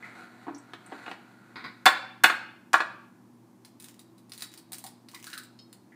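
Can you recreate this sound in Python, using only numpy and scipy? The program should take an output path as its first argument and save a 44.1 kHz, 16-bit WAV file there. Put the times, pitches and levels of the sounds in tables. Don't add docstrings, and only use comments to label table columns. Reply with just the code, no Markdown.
import sys
import numpy as np
from scipy import signal
from scipy.fft import rfft, irfft
from scipy.io import wavfile

SR = 44100
rng = np.random.default_rng(int(sys.argv[2]) if len(sys.argv) > 2 else 0)


def wrap_up_sound(samples):
    columns = np.atleast_2d(samples).T
    tamed = np.clip(columns, -1, 1)
    steps = np.round(tamed * 32767).astype(np.int16)
    wavfile.write(sys.argv[1], SR, steps)


N = 262395
TIME = np.arange(N) / SR
BURST_TIME = np.arange(SR // 5) / SR

# start_s, crack_db, give_s, knock_db, crush_s, knock_tilt_db_per_octave, ring_db
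EGG_BLOWS = [(1.8555, -20, 0.00096, -8, .007, 1.26, -17), (2.2362, -18, .0028, -8.5, .0034, 3, -23.5),
             (2.731, -24, .0078, -12, .0029, -2.5, -33)]
# frequency_hz, density_db
SHELL_SPECTRUM = [(300, -18), (800, -13), (1500, -4), (2800, -3), (4400, -4), (6200, -2.5), (9300, -1.5),
                  (11500, -7.5), (15500, -4.5)]


def from_db(db):
    return 10 ** (np.asarray(db) / 20)


def unit(x):
    return x / np.sqrt(np.sum(x ** 2) + 1e-20)


def at_level(x, db):
    return unit(x) * np.sqrt(SR / 100) * from_db(db)


def at_hz(points, hz):
    table_hz, values = np.transpose(points)
    return np.interp(np.log(hz + 1), np.log(table_hz), values)


def add(track, start_s, sound):
    start = int(round(start_s * SR))
    track[start:start + len(sound)] += sound[:N - start]


def colour(x, spectrum, tilt_db=0, size=4096):
    hz = np.arange(size // 2 + 1) * SR / size
    db = at_hz(spectrum, hz) + tilt_db * np.log2(np.maximum(hz / 1000, 1))
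    cepstrum = irfft(np.log(from_db(db)))
    causal = 2 * cepstrum[:size // 2] * (np.arange(size // 2) > 0)
    response = irfft(np.exp(rfft(causal, size)))
    return signal.fftconvolve(x, response)[:len(x)]


def resonance(x, hz, width_hz):
    radius = np.exp(-np.pi * width_hz / SR)
    feedback = [1, -2 * radius * np.cos(2 * np.pi * hz / SR), radius * radius]
    return signal.lfilter([1, 0, -1], feedback, x + 1e-18)


def double_resonance(x, hz, width_hz):
    return resonance(resonance(x, hz, width_hz), hz, width_hz)


def grains(count, per_s, spread_db):
    sizes = from_db(spread_db * np.minimum(rng.exponential(1, count), 4)) * rng.choice([-1, 1], count)
    return sizes * (rng.random(count) < per_s / SR)


def contact(length_s, first=0.34, per_s=5000):
    decay = np.exp(-BURST_TIME / length_s)
    spray = unit(grains(len(BURST_TIME), per_s, spread_db=3.5) * decay)
    spray[0] += first
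    return spray


def appliance(air_db=-58.5):
    # frequency_hz, density_db
    air_spectrum = [(30, -31), (80, -24), (105, -5), (150, -4), (200, 2), (350, 0.5), (450, -12.5),
                    (1000, -11.5), (1400, -20.5), (2000, -25), (3000, -30), (6000, -30.5), (10000, -32),
                    (15000, -35.5)]
    # pitch_hz, rms_level_db
    motor_tones = [(119.7, -66), (191, -69.5), (239.5, -62.5), (330, -68)]
    out = from_db(air_db) * unit(colour(rng.standard_normal(N), air_spectrum)) * np.sqrt(N)
    knots_s = np.linspace(0, TIME[-1], 60)
    for hz, db in motor_tones:
        swell = 1 + .35 * np.interp(TIME, knots_s, rng.standard_normal(len(knots_s)))
        out += from_db(db) * np.sqrt(2) * swell * np.sin(2 * np.pi * (hz * TIME + rng.random()))
    return out


def dish_slide():
    # time_s, level_db
    slide_levels = [(0, -59.5), (.05, -49.5), (.13, -55.5), (.17, -49.5), (.24, -51), (.29, -59),
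                    (.41, -57), (.6, -61.5), (.81, -60.5), (.92, -51.5), (1.12, -49), (1.15, -59),
                    (1.25, -61), (1.84, -63.5)]
    # frequency_hz, density_db
    scrape_spectrum = [(200, -7), (450, -11.5), (780, -3), (1150, -8), (1400, 4), (1700, -5.5), (2300, -9),
                       (3000, -21), (3700, -17.5), (4300, -14), (5200, -29.5), (7600, -25.5), (15000, -40)]
    times_s, levels_db = np.transpose(slide_levels)
    envelope = from_db(np.interp(TIME, times_s, levels_db, left=-200, right=-200))
    slips = grains(N, per_s=1700, spread_db=2.0)
    return envelope * unit(colour(slips, scrape_spectrum)) * np.sqrt(N)


def dish_squeak(start_s=.025, level_db=-40, pitch_hz=2050, length_s=.05):
    out = np.zeros(N)
    squeak = resonance(contact(length_s, first=0), pitch_hz, width_hz=260)
    add(out, start_s, at_level(resonance(squeak, pitch_hz, width_hz=370), level_db))
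    return out


def dish_bumps(bump_db=-9.5, thud_db=-17.5, thud_hz=290, firm_contact_s=0.00538):
    # start_s, level_db, contact_s
    bumps = [(.468, -33, 0.015), (.481, -26, 0.013), (0.536, -43.5, 0.019), (0.735, -30.5, 0.0036),
             (.921, -29, 0.0077), (1.063, -32.5, 0.0043), (1.079, -28, 0.0061), (1.114, -28.5, 0.0039)]
    # frequency_hz, density_db
    bump_spectrum = [(150, -11.5), (320, -5.5), (460, -8), (850, 1), (1400, -4), (2200, -8), (3000, -13),
                     (4200, -20.5), (6000, -36.5), (15000, -58.5)]
    dulling_db_per_octave, thud_gain_db = 6.5, 10
    out = np.zeros(N)
    for start_s, db, contact_s in bumps:
        doublings = np.log2(contact_s / firm_contact_s)
        bump = colour(contact(contact_s, first=0.3), bump_spectrum, -dulling_db_per_octave * doublings)
        add(out, start_s, at_level(bump, db + bump_db))
        thud = resonance(contact(contact_s), thud_hz, width_hz=26.5)
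        thud = resonance(thud, thud_hz, width_hz=63)
        add(out, start_s, at_level(thud, db + thud_db + thud_gain_db * doublings))
    return out


def finger_ticks(length_s=0.0022, width_hz=1800):
    # start_s, level_db, pitch_hz
    ticks = [(0.547, -52.5, 5950), (0.582, -59, 7640), (0.863, -57, 8700)]
    out = np.zeros(N)
    for start_s, db, hz in ticks:
        add(out, start_s, at_level(double_resonance(contact(length_s), hz, width_hz), db))
    return out


def dish_skids():
    # start_s, level_db, length_s
    skids = [(1.558, -36.5, 0.042), (1.596, -45, 0.048), (1.642, -34.5, 0.034)]
    # frequency_hz, density_db
    skid_spectrum = [(300, -1.5), (650, -13), (950, -1.5), (1500, 3), (1750, -4.5), (2100, 3),
                     (3000, -19.5), (3900, -4.5), (5000, -13.5), (5600, -31), (15000, -42.5)]
    out = np.zeros(N)
    for start_s, db, length_s in skids:
        add(out, start_s, at_level(colour(contact(length_s, per_s=2800), skid_spectrum), db))
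    return out


def crush(length_s):
    age = BURST_TIME / length_s
    return grains(len(BURST_TIME), per_s=16000, spread_db=1) * age * np.exp(-age)


def knocks_on_dish(rock_s=.0029, rock_tilt_db=-1, rock_ring_db=-13):
    # start_s, level_db
    rocks = [(2.297, -21.5), (2.802, -22.5)]
    struck = [(start_s + give_s, db, crush_s, tilt_db, ring_db)
              for start_s, _, give_s, db, crush_s, tilt_db, ring_db in EGG_BLOWS]
    rocked = [(start_s, db, rock_s, rock_tilt_db, db + rock_ring_db) for start_s, db in rocks]
    return struck + rocked


def egg_on_rim(fracture_db=-4, touch_db=-4, knock_db=-1.5, crack_s=0.002):
    # frequency_hz, density_db
    knock_spectrum = [(60, -38), (150, -20.5), (330, -11.5), (430, -19), (560, -6.5), (800, 3),
                      (1100, -0.5), (1650, 5), (2100, -6.5), (2500, -4), (3000, -16), (4500, -20.5),
                      (6000, -50), (15000, -39.5)]
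    neutral_db, brightening = -17, .7
    out = np.zeros(N)
    for start_s, db, *_ in EGG_BLOWS:
        crack = colour(crush(crack_s), SHELL_SPECTRUM, brightening * (db - neutral_db))
        add(out, start_s, at_level(crack, db + fracture_db))
        first_touch = colour(crush(crack_s), knock_spectrum)
        add(out, start_s, at_level(first_touch, db + touch_db))
    for start_s, db, contact_s, tilt_db, _ in knocks_on_dish():
        knock = colour(crush(contact_s), knock_spectrum, tilt_db)
        add(out, start_s, at_level(knock, db + knock_db))
    return out


def ring(modes, length_s, uneven_db=3.5):
    force = np.pad(contact(length_s, first=0.9), (0, SR // 2))
    out = 0
    for hz, db, t60_s in modes:
        cushioned = signal.sosfilt(signal.butter(1, hz, fs=SR, output="sos"), force + 1e-18)
        mode = resonance(cushioned, hz, width_hz=np.log(1000) / (np.pi * t60_s))
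        out = out + at_level(mode, db + uneven_db * rng.normal())
    return out


def glass_ring(body_db=-20, rim_db=-2.0):
    # pitch_hz, level_db, t60_s
    body_modes = [(790, -3, .05), (905, -1, .06), (1148, -5, .07), (1321, -4, .09), (1392, -1, .05),
                  (1640, 0, .05), (1740, -1, .06), (2316, -7, .08), (2410, -6, .04)]
    # pitch_hz, level_db, t60_s
    rim_modes = [(2662, -8, .06), (3495, -1, .06), (3872, -8, .09), (4075, -17, .15), (4278, -1, .055),
                 (4283, -22, .6), (4712, -14, .08), (5395, -18, .06), (5790, -21, .08), (6072, -22, .1),
                 (6720, -17, .09), (7527, -16, .09), (7700, -21, .08), (8280, -24, .08), (8732, -23, .1)]
    out = np.zeros(N)
    for knock_s, db, contact_s, _, ring_db in knocks_on_dish():
        start_s = knock_s + .9 * contact_s
        add(out, start_s, from_db(db + body_db) * ring(body_modes, contact_s))
        add(out, start_s, from_db(ring_db + rim_db) * ring(rim_modes, contact_s))
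    return out


def shell_crackle(attack_s=0.0059, release_s=0.024):
    # start_s, length_s, level_db
    pries = [(3.778, 0.16, -59.5), (4.365, 0.035, -58), (4.484, 0.056, -59), (5.108, 0.063, -54),
             (5.222, 0.1, -54)]
    pressure = np.zeros(N)
    for start_s, length_s, db in pries:
        rise = np.clip((TIME - start_s) / attack_s, 0, 1)
        release = np.exp(-np.maximum(TIME - start_s - length_s, 0) / release_s)
        pressure += from_db(db) * rise * release
    crackle = colour(grains(N, per_s=150, spread_db=4), SHELL_SPECTRUM, tilt_db=-1.0)
    return pressure * unit(crackle) * np.sqrt(N)


def shell_snaps(snap_s=0.0023, click_db=-10, crumbs_s=0.014, crumbs_db=-4):
    # start_s, level_db, pitch_hz
    snaps = [(3.6491, -54, 4600), (3.8003, -52, 7840), (3.8239, -54.5, 8500), (3.843, -49.5, 7500),
             (3.9934, -54, 5860), (4.1806, -64, 5580), (4.296, -60, 7000), (4.3199, -44.5, 4300),
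             (4.378, -48, 6470), (4.4079, -47.5, 5500), (4.422, -37.5, 5060), (4.5763, -51, 6000),
             (4.7203, -44.5, 8150), (4.7319, -40.5, 7000), (4.7834, -47, 12000), (4.8404, -46, 7500),
             (4.8655, -47, 6550), (5.0865, -53, 3960), (5.1469, -47, 4660), (5.269, -46, 4700),
             (5.3319, -43, 3480), (5.378, -42.5, 5230), (5.435, -55, 6100), (5.7288, -54, 6140)]
    # centre_hz, width_hz
    flake_modes = [(1900, 3400), (4100, 2130), (8900, 4100), (13200, 15000)]
    octave_off_db = -5
    out = np.zeros(N)
    for start_s, db, pitch_hz in snaps:
        crack = contact(snap_s, first=1.0, per_s=3500)
        flake = 0
        for hz, width_hz in flake_modes:
            mode_db = octave_off_db * np.log2(hz / pitch_hz) ** 2
            flake = flake + at_level(double_resonance(crack, hz, width_hz), mode_db)
        click = colour(crack, SHELL_SPECTRUM, tilt_db=-3.5)
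        add(out, start_s, at_level(unit(flake) + from_db(click_db) * unit(click), db))
        crumbs = colour(contact(crumbs_s, first=0, per_s=350), SHELL_SPECTRUM)
        add(out, start_s, at_level(crumbs, db + crumbs_db))
    return out


def egg_squelches(pop_count=5, decay_s=0.015, relative_width=.22):
    # start_s, level_db, pitch_hz
    squelches = [(4.421, -51.5, 1380), (4.714, -54, 800), (4.84, -44.5, 823), (5.137, -50, 1020),
                 (5.145, -49.5, 2120), (5.268, -45.5, 1450), (5.329, -41.5, 1500), (5.371, -44, 1486),
                 (5.921, -57, 1840)]
    out = np.zeros(N)
    for start_s, db, pitch_hz in squelches:
        pops = 0
        for hz in pitch_hz * np.geomspace(.93, 1.08, pop_count):
            opening = contact(decay_s, first=.1, per_s=900)
            pops = pops + unit(double_resonance(opening, hz, relative_width * hz))
        add(out, start_s, at_level(pops, db))
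    return out


def drop_clink(start_s=5.590, level_db=-53):
    # pitch_hz, level_db, t60_s
    clink_modes = [(3190, -9, 0.041), (3830, -7, 0.068), (4320, -1, 0.056), (4570, -6, 0.053),
                   (5130, -21, 0.13), (5130, -1, 0.097)]
    out = np.zeros(N)
    add(out, start_s, from_db(level_db) * ring(clink_modes, length_s=0.009, uneven_db=1.5))
    return out


def kitchen(x, early_db=-2.5, early_t60_s=.14, tail_db=-9.5, build_s=0.002):
    # frequency_hz, t60_s
    decay_times = [(150, 0.33), (500, 0.57), (1400, 0.54), (3700, 0.59), (7000, 0.4), (14000, 0.24)]
    t = TIME[:SR]
    hz = np.arange(SR // 2 + 1)
    white = rfft(rng.standard_normal(SR))
    edges_hz = np.geomspace(60, SR / 2, 14)
    tail = np.zeros(SR)
    for low, high in zip(edges_hz, edges_hz[1:]):
        band = irfft(white * (hz >= low) * (hz < high))
        tail += band * from_db(-60 * t / at_hz(decay_times, np.sqrt(low * high)))
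    tail = unit(tail * (1 - np.exp(-t / build_s)))
    reflections = grains(SR, per_s=4000, spread_db=2) * (t > .002)
    early = unit(reflections * from_db(-60 * t / early_t60_s))
    return signal.fftconvolve(x, from_db(early_db) * early + from_db(tail_db) * tail)[:N]


def scene(hand_room_db=1.0, low_cut_hz=130):
    counter = dish_slide() + dish_squeak() + dish_bumps() + dish_skids() + egg_on_rim()
    glass = glass_ring()
    hands = finger_ticks() + shell_crackle() + shell_snaps() + egg_squelches() + drop_clink()
    room = kitchen(counter + .5 * glass + from_db(hand_room_db) * hands)
    low_cut = signal.butter(3, low_cut_hz, "high", fs=SR, output="sos")
    mono = signal.sosfilt(low_cut, counter + glass + hands + room) + appliance()
    return np.array([mono, mono])


def record(dry, ceiling=.95, low_cut_hz=45, high_cut_hz=15450):
    rounded = dry / (1 + (dry / ceiling) ** 10) ** .1
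    high_pass = signal.butter(1, low_cut_hz, "high", fs=SR, output="sos")
    low_pass = signal.ellip(10, .1, 80, high_cut_hz, fs=SR, output="sos")
    return signal.sosfilt(low_pass, signal.sosfilt(high_pass, rounded))


dry = scene()
out = record(dry)
wrap_up_sound(out)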